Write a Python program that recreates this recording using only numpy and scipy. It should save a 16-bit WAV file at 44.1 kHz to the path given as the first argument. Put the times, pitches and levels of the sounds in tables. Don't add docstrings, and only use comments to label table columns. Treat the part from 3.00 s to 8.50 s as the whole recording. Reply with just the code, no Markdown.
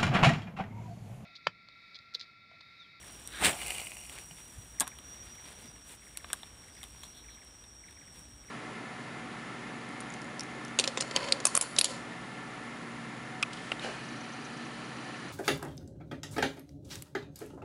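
import sys
import numpy as np
from scipy import signal
from scipy.fft import rfft, irfft, next_fast_len
from scipy.io import wavfile
from scipy.ndimage import map_coordinates

SR = 44100
rng = np.random.default_rng(int(sys.argv[2]) if len(sys.argv) > 2 else 0)


def unload_wav(signal):
    wavfile.write(
        sys.argv[1],
        SR,
        np.round(np.clip(np.atleast_2d(signal).T, -1, 1) * 32767).astype(np.int16),
    )


N = 242550
BAIL_S = 1.8075

# (frequency [Hz], rel. density [dB])
RUB_SPECTRUM = [(35, -35), (60, -6), (200, -0.5), (450, -0.5), (750, -1), (1300, -1.5), (2000, -2),
                (3500, -0.5), (4500, -7), (5200, -13), (7000, -19), (12000, -58)]
FIZZ_SPECTRUM = [(3000, -23), (6500, -10.5), (7500, -3.5), (8400, -.5), (9100, 0.5), (10400, -7.5),
                 (12000, -14), (14200, -15), (15100, -14)]


def amp(db):
    return 10 ** (np.asarray(db) / 20)


def unit(x):
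    return x / np.sqrt(np.mean(x ** 2) + 1e-20)


def tone(hz):
    return np.sin(2 * np.pi * np.cumsum(hz) / SR)


def wobble(rate_hz):
    knots = rng.standard_normal(int(N * rate_hz / SR) + 4)
    return map_coordinates(knots, [np.arange(N) * rate_hz / SR])


def swell(s, half_s, db):
    return amp(db) * np.exp(-((np.arange(N) / SR - s) / half_s) ** 2)


def ramp_db(s, hold_s, rise_db_s, fall_db_s, db):
    t = np.arange(N) / SR
    return db - rise_db_s * np.maximum(s - t, 0) - fall_db_s * np.maximum(t - s - hold_s, 0)


def filtered(x, response):
    size = next_fast_len(len(x) + 8192)
    return irfft(rfft(x, size) * response(np.fft.rfftfreq(size, 1 / SR)), size)[:len(x)]


def coloured(x, spectrum):
    knots_hz, db = np.transpose(spectrum)
    return filtered(x, lambda hz: amp(np.interp(np.log(hz + 1), np.log(knots_hz), db)))


def resonant(x, modes):
    return filtered(x, lambda hz: sum(
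        (-1) ** k * amp(db) * 1j * hz * width / (centre ** 2 - hz ** 2 + 1j * hz * width)
        for k, (centre, width, db) in enumerate(modes)))


def noise(spectrum, grain_db=0, grain_hz=300):
    return unit(coloured(rng.standard_normal(N) * amp(grain_db * wobble(grain_hz)), spectrum))


def evened(x, smooth):
    analytic = signal.hilbert(unit(x))
    return unit(analytic.real / (np.abs(analytic) + 0.57) ** smooth)


def add(track, s, sound):
    part = track[max(round(s * SR), 0):][:len(sound)]
    part += sound[:len(part)]


def scattered(x, t60_s, wet_db):
    t = np.arange(SR // 3) / SR
    tail = rng.standard_normal(len(t)) * amp(-60 * t / t60_s)
    return x + amp(wet_db) * signal.fftconvolve(x, tail / np.linalg.norm(tail))[:N]


def air():
    # (frequency [Hz], rel. density [dB])
    breeze_spectrum = [(20, -6), (60, 8.5), (250, 0), (500, -3), (1200, -5), (1700, -5), (2700, -11),
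                       (3500, -6.5), (4300, -16), (5100, -23.5), (6600, -13.5), (9800, -22.5), (11500, -27),
                       (15000, -29)]
    rumble_spectrum = [(20, -9), (40, -7.5), (58, 6), (85, -4.5), (160, -10), (300, -11.5), (700, -39.5)]
    breeze = amp(-60 + 1.85 * wobble(3.016)) * noise(breeze_spectrum)
    return breeze + amp(-59 + 1.4 * wobble(4.04)) * noise(rumble_spectrum)


def singers(groups):
    bands = lambda hz: sum(amp(db) / np.sqrt(spread) * np.exp(-((hz - pitch) / (2 * spread)) ** 2)
                           for pitch, spread, db in groups)
    return evened(filtered(rng.standard_normal(N), bands), smooth=0.2)


def insects():
    # (time [s], upper rel. level [dB], lower rel. level [dB])
    choir_levels = [(0, -59, -60), (1.15, -58.5, -58), (1.6, -57.5, -64.5), (2.2, -54, -59),
                    (2.7, -57.5, -61.5), (3.55, -66.5, -58), (3.85, -58.5, -59), (5.5, -61, -56.5)]
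    # (pitch [Hz], spread [Hz], rel. level [dB])
    upper_choir = [(5742, 15.3, 10), (5620, 23, -14)]
    lower_choir = [(5598, 13.3, 4.5), (5670, 13, -5), (5460, 52, -4), (5440, 81, -34)]
    pulsing_buzzers = [(8330, 45, 0.5), (8060, 60, -3), (7860, 60, -4.5)]
    steady_buzzers = [(9070, 65, -2), (8550, 490, 4), (12500, 37, -15)]
    times_s, *levels_db = np.transpose(choir_levels)
    upper_db, lower_db = [np.interp(np.arange(N) / SR, times_s, db) for db in levels_db]
    whine = amp(upper_db - 0.3) * singers(upper_choir) + amp(lower_db - 2.5) * singers(lower_choir)
    pulse_hz = 16 + 0.33 * wobble(1.72)
    pulsing = unit(singers(pulsing_buzzers) * amp(4.2 * tone(pulse_hz)))
    return whine + amp(-68) * pulsing + amp(-66.5) * singers(steady_buzzers)


def sleeve():
    # (centre [s], half length [s], rub [dB], fizz [dB])
    strokes = [(0.174, 0.27, -57.5, -57.5), (0.364, 0.082, -53, -52), (.62, .11, -50, -51.5),
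               (1.152, 0.064, -52, -56.5), (1.487, 0.34, -63.5, -60), (2.213, 0.22, -58, -59),
               (2.53, 0.22, -55.5, -58.5), (2.91, 0.05, -53, -51), (3.082, .06, -61, -59.5),
               (3.318, 0.22, -59, -61), (3.9, 0.33, -61.5, -62), (5.182, .045, -59, -58.5)]
    # (frequency [Hz], rel. density [dB])
    case_spectrum = [(36, -40), (58, -1), (110, -5.5), (300, -1), (480, -7), (740, 2), (1000, -5),
                     (1500, -8.5), (3000, -33)]
    weave_spectrum = [(400, -9), (1050, -16), (1700, -2), (2500, -0.5), (3600, -4.5), (4700, -12),
                      (6300, -17.5), (8600, -3.5), (10000, -12), (11500, -25), (15000, -21)]
    press_db = ramp_db(0.424, hold_s=0.0616, rise_db_s=646, fall_db_s=186, db=-33)
    swing_db = ramp_db(0.44, hold_s=0.0354, rise_db_s=450, fall_db_s=238, db=-35)
    drag_db = ramp_db(0.451, hold_s=0.0089, rise_db_s=520, fall_db_s=330, db=-21)
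    rub_gain = amp(-66.5) + amp(swing_db - 11)
    fizz_gain = amp(-70.5) + amp(swing_db)
    for s, half_s, rub_db, fizz_db in strokes:
        rub_gain = np.hypot(rub_gain, swell(s, half_s, rub_db))
        fizz_gain = np.hypot(fizz_gain, swell(s, half_s, fizz_db))
    snags = (rng.random(N) < 45 / SR) * rng.standard_normal(N)
    crackle = amp(-19) * unit(coloured(snags, FIZZ_SPECTRUM))
    fizz = noise(FIZZ_SPECTRUM, grain_db=2.5, grain_hz=400) + crackle
    flicker = amp(1.3 * wobble(18))
    rub = noise(RUB_SPECTRUM, grain_db=2.5, grain_hz=400)
    press = amp(press_db) * noise(case_spectrum, grain_db=3.5)
    drag = amp(drag_db) * noise(weave_spectrum, grain_db=3, grain_hz=700)
    return flicker * (rub_gain * rub + fizz_gain * fizz) + press + drag


def chirps():
    # (start [s], level [dB])
    phrases = [(-.151, -47.5), (1.122, -54), (1.738, -50), (2.334, -53), (3.019, -50), (3.635, -51),
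               (4.238, -50.5), (4.835, -49.5), (5.436, -50.5)]
    lone_chirps = [(2.753, -53), (5.073, -50)]
    chirp_gap_s, pair_gap_s, accent_db = 0.045, 0.132, 2.5
    track, t = np.zeros(N), np.arange(SR // 20) / SR
    shape = (1 - np.exp(-t / 0.003)) * amp(-60 * t / 0.068)
    notes = [(s + pair * pair_gap_s + k * chirp_gap_s, db + k * accent_db)
             for s, db in phrases for pair in range(2) for k in range(2)]
    for s, db in notes + lone_chirps:
        glide_s = 0.01032 * np.exp(0.157 * rng.standard_normal())
        detune = 1 + 0.022 * rng.standard_normal()
        hz = (1420 + 1180 * np.exp(-t / glide_s)) * detune
        if s >= 0:
            add(track, s, amp(db) * shape * tone(hz))
    return scattered(track * amp(3 * wobble(450)), t60_s=0.15, wet_db=-6)


def tackle():
    # (time [s], rel. snap [dB], rel. knock [dB], knock centre [Hz], knock t60 [s])
    contacts = [(0.275, -20.5, -41, 3500, .03), (1.7994, -7.5, -35, 3500, 0.03),
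                (1.8064, -3.5, -20.5, 1800, .055), (1.8417, -36, -36.5, 950, 0.096),
                (1.87, -33, -30.5, 1100, 0.04), (1.8777, -19, -29.5, 1510, 0.023),
                (1.987, -33, -35.5, 2870, 0.032), (3.1728, -16, -24.5, 2200, 0.0086),
                (3.2438, -56, -27, 1710, 0.022), (3.302, -36, -32, 1900, 0.052),
                (3.3311, -9.5, -18.5, 1050, .033), (3.432, -60, -27.5, 1850, .018),
                (3.8312, -25.5, -32.5, 3500, .03), (3.839, -29, -35.5, 3400, .032),
                (4.0343, -30, -36, 1700, .03), (4.448, -41, -55, 3000, .02), (4.64, -43, -42, 2500, .045)]
    # (centre [Hz], width [Hz], gain [dB])
    rod_modes = [(764, 370, -4), (1163, 109, 5), (1610, 215, -1), (2360, 900, -6.5), (3570, 370, -0.5)]
    # (frequency [Hz], rel. density [dB])
    snap_spectrum = [(500, -42), (2500, -26), (4200, -6.5), (6200, -10.5), (7400, -7), (8500, 6),
                     (9400, -1), (10500, -2.5), (12300, -11), (15000, -19.5)]
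    wire_hz, wire_t60_s = 12860, 0.07
    snaps, knocks, wire = np.zeros((3, N))
    t = np.arange(SR // 4) / SR
    snap_shape = (1 - np.exp(-t / 0.000084)) * (amp(-60 * t / 0.0043) + amp(-22.5 - 60 * t / 0.053))
    for s, snap_db, knock_db, centre_hz, t60_s in contacts + rattles(count=12) + bail_chatter(count=3):
        add(snaps, s, amp(snap_db - 6.5) * snap_shape)
        emphasis = [(centre_hz / 2, -7), (centre_hz, 0), (centre_hz * 2, -8), (centre_hz * 5, -10)]
        body = coloured(resonant(rng.standard_normal(len(t)), rod_modes), emphasis)
        knock_shape = amp(-60 * t / t60_s) + amp(-4 - 60 * t / 0.011)
        add(knocks, s, amp(knock_db - 10) * knock_shape * evened(body, smooth=0.96))
        add(wire, s, amp(snap_db - 40 - 60 * t / wire_t60_s) * np.sin(2 * np.pi * wire_hz * t))
    knocks = coloured(knocks, [(4000, -0.5), (5200, -25), (9000, -15)])
    metal = evened(noise(snap_spectrum), smooth=0.7)
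    return scattered(snaps * metal + knocks + wire, t60_s=0.16, wet_db=-25)


def sleeve_swish():
    slide_db = ramp_db(0.338, hold_s=0.12, rise_db_s=380, fall_db_s=1000, db=-45)
    friction = rng.standard_normal(N) * amp(2.4 * wobble(400))
    hollow = resonant(friction, [(1620, 350, -1), (3750, 550, -1.5)])
    return amp(slide_db) * unit(coloured(hollow, [(600, -10), (1400, 4), (4000, -1.5), (6500, -8)]))


def line_scrape():
    # (time [s], rel. ring [dB], rel. tick [dB])
    hard_catches = [(.591, -38.5, -48), (.67, -43, -27), (.682, -36.5, -29), (0.7052, -33.5, -29),
                    (.7197, -33, -36), (.748, -37, -32), (.7825, -35, -34), (.798, -32, -40),
                    (0.8158, -35.5, -38), (.869, -35.5, -42), (.918, -37.5, -46), (.9685, -40, -46),
                    (1.096, -44, -46), (1.186, -38, -37), (1.31, -41.5, -50)]
    # (centre [Hz], width [Hz], gain [dB])
    tackle_modes = [(730, 147, -7.5), (2050, 110, -5.5), (2430, 230, -2.5), (2908, 136, -0.5),
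                    (4430, 290, -14)]
    fast_db = ramp_db(0.63, hold_s=0.17, rise_db_s=120, fall_db_s=184, db=-48.5)
    coast_db = ramp_db(0.63, hold_s=0.4, rise_db_s=150, fall_db_s=32.5, db=-58.5)
    run_db = 20 * np.log10(amp(fast_db) + amp(coast_db))
    slowing_db = run_db - run_db.max()
    catches_per_s = 85 * amp(slowing_db / 2)
    caught = rng.random(N) < catches_per_s / SR
    pushes = caught * amp(run_db + 9 - 0.31 * slowing_db) * rng.uniform(0.5, 1, N)
    ticks = amp(-1) * pushes
    for s, ring_db, tick_db in hard_catches:
        add(pushes, s, amp([ring_db - 1.5]))
        add(ticks, s, amp([tick_db - 2]))
    t = np.arange(SR // 40) / SR
    pulses = lambda x, rise_s: signal.fftconvolve(x, t / rise_s * np.exp(1 - t / rise_s))[:N]
    ringing = lambda: resonant(rng.standard_normal(N), tackle_modes)
    drag = amp(run_db + 3.2 * wobble(250)) * evened(ringing(), smooth=0.62)
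    fizz_db = run_db.max() + 1.5 + 0.57 * slowing_db
    fizz = amp(fizz_db) * noise(FIZZ_SPECTRUM, grain_db=3, grain_hz=500)
    rub = amp(run_db - 6.5) * noise(RUB_SPECTRUM, grain_db=2, grain_hz=400)
    catch_rings = pulses(pushes, rise_s=0.00094) * evened(ringing(), smooth=1)
    catch_ticks = pulses(ticks, rise_s=0.00039) * evened(noise(FIZZ_SPECTRUM), smooth=0.43)
    return drag + fizz + rub + catch_rings + catch_ticks


def rattles(count):
    from_s, to_s, centre_hz, t60_s = 1, 5.3, 2400, 0.03
    return [(rng.uniform(from_s, to_s), rng.uniform(-45.5, -40.5), rng.uniform(-48, -43), centre_hz, t60_s)
            for _ in range(count)]


def arm_bumps():
    # (time [s], pitch [Hz], rel. level [dB])
    bumps = [(1.311, 161, -43), (1.579, 103, -35.5), (2.645, 238, -43.5), (2.676, 149, -46)]
    track, t = np.zeros(N), np.arange(SR // 4) / SR
    shape = (t / 0.0047) ** 2 * np.exp(-t / 0.0047)
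    for s, hz, db in bumps:
        add(track, s, amp(db) * shape * np.sin(2 * np.pi * hz * t))
    return track


def reel_frame():
    # (frequency [Hz], level [dB], t60 [s])
    frame_modes = [(180, -42, 0.11), (260, -36, 0.1), (753, -41, 0.12), (896, -32.5, 0.068),
                   (956, -38, 0.1), (1060, -38, 0.1), (1610, -31.5, 0.047)]
    track, t = np.zeros(N), np.arange(SR // 4) / SR
    ring = sum(amp(db - 60 * t / t60_s) * np.sin(2 * np.pi * (hz * t + rng.random()))
               for hz, db, t60_s in frame_modes)
    add(track, BAIL_S, ring * (1 - np.exp(-t / 0.0038)))
    return track


def bail_chatter(count):
    gap_s, loss_db, centre_hz, t60_s = 0.004, 7, 720, 0.089
    return [(BAIL_S + (k + 1) * gap_s, -15 - k * loss_db, -27.5, centre_hz, t60_s) for k in range(count)]


def peeps():
    # (start [s], length [s], start pitch [Hz], end pitch [Hz], rel. level [dB])
    whistles = [(2.26, .09, 4400, 5500, -66), (2.622, 0.043, 4600, 5230, -67),
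                (2.67, 0.052, 4850, 5000, -63), (3.725, .035, 4700, 5400, -63),
                (3.76, 0.037, 4750, 5400, -61), (4.032, 0.011, 2950, 4340, -42.5),
                (4.034, 0.01, 6200, 8350, -46.5), (4.062, 0.063, 5040, 6400, -67),
                (4.48, 0.053, 5500, 6300, -68), (4.92, .05, 5700, 6800, -69)]
    track = np.zeros(N)
    for s, length_s, start_hz, end_hz, db in whistles:
        progress = np.linspace(0, 1, int(length_s * SR))
        arch = np.sqrt(np.abs(np.sin(np.pi * progress)))
        add(track, s, amp(db - 1.5) * arch * tone(start_hz + (end_hz - start_hz) * progress))
    return scattered(track * amp(3 * wobble(250)), t60_s=0.1, wet_db=-7)


def rasps():
    # (centre [s], half length [s], level [dB])
    calls = [(4.04, 0.039, -59), (4.176, 0.044, -57), (4.32, .04, -59.5), (4.897, .035, -64)]
    # (frequency [Hz], rel. density [dB])
    throat_spectrum = [(2700, -14), (3350, -2), (3800, -2), (4250, -5), (4800, -23)]
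    return sum(swell(*call) for call in calls) * noise(throat_spectrum)


def lone_insect():
    # (centre [s], half length [s], level [dB])
    songs = [(4.4, .4, -72)]
    flutter = amp(4 * wobble(45))
    hz = 5400 + 22 * wobble(2.4) + 22 * wobble(90)
    return sum(swell(*song) for song in songs) * unit(flutter * tone(hz))


def scene():
    swamp = air() + insects() + lone_insect() + chirps() + peeps() + rasps()
    angler = sleeve() + sleeve_swish() + line_scrape() + tackle() + arm_bumps() + reel_frame()
    return (swamp + angler)[None]


def record(dry):
    low_hz, top_hz = 41.7, 15600
    response = lambda hz: (hz < top_hz) / np.sqrt(1 + (low_hz / (hz + 1)) ** 8)
    return np.array([filtered(channel, response) for channel in dry])


dry = scene()
out = record(dry)
unload_wav(out)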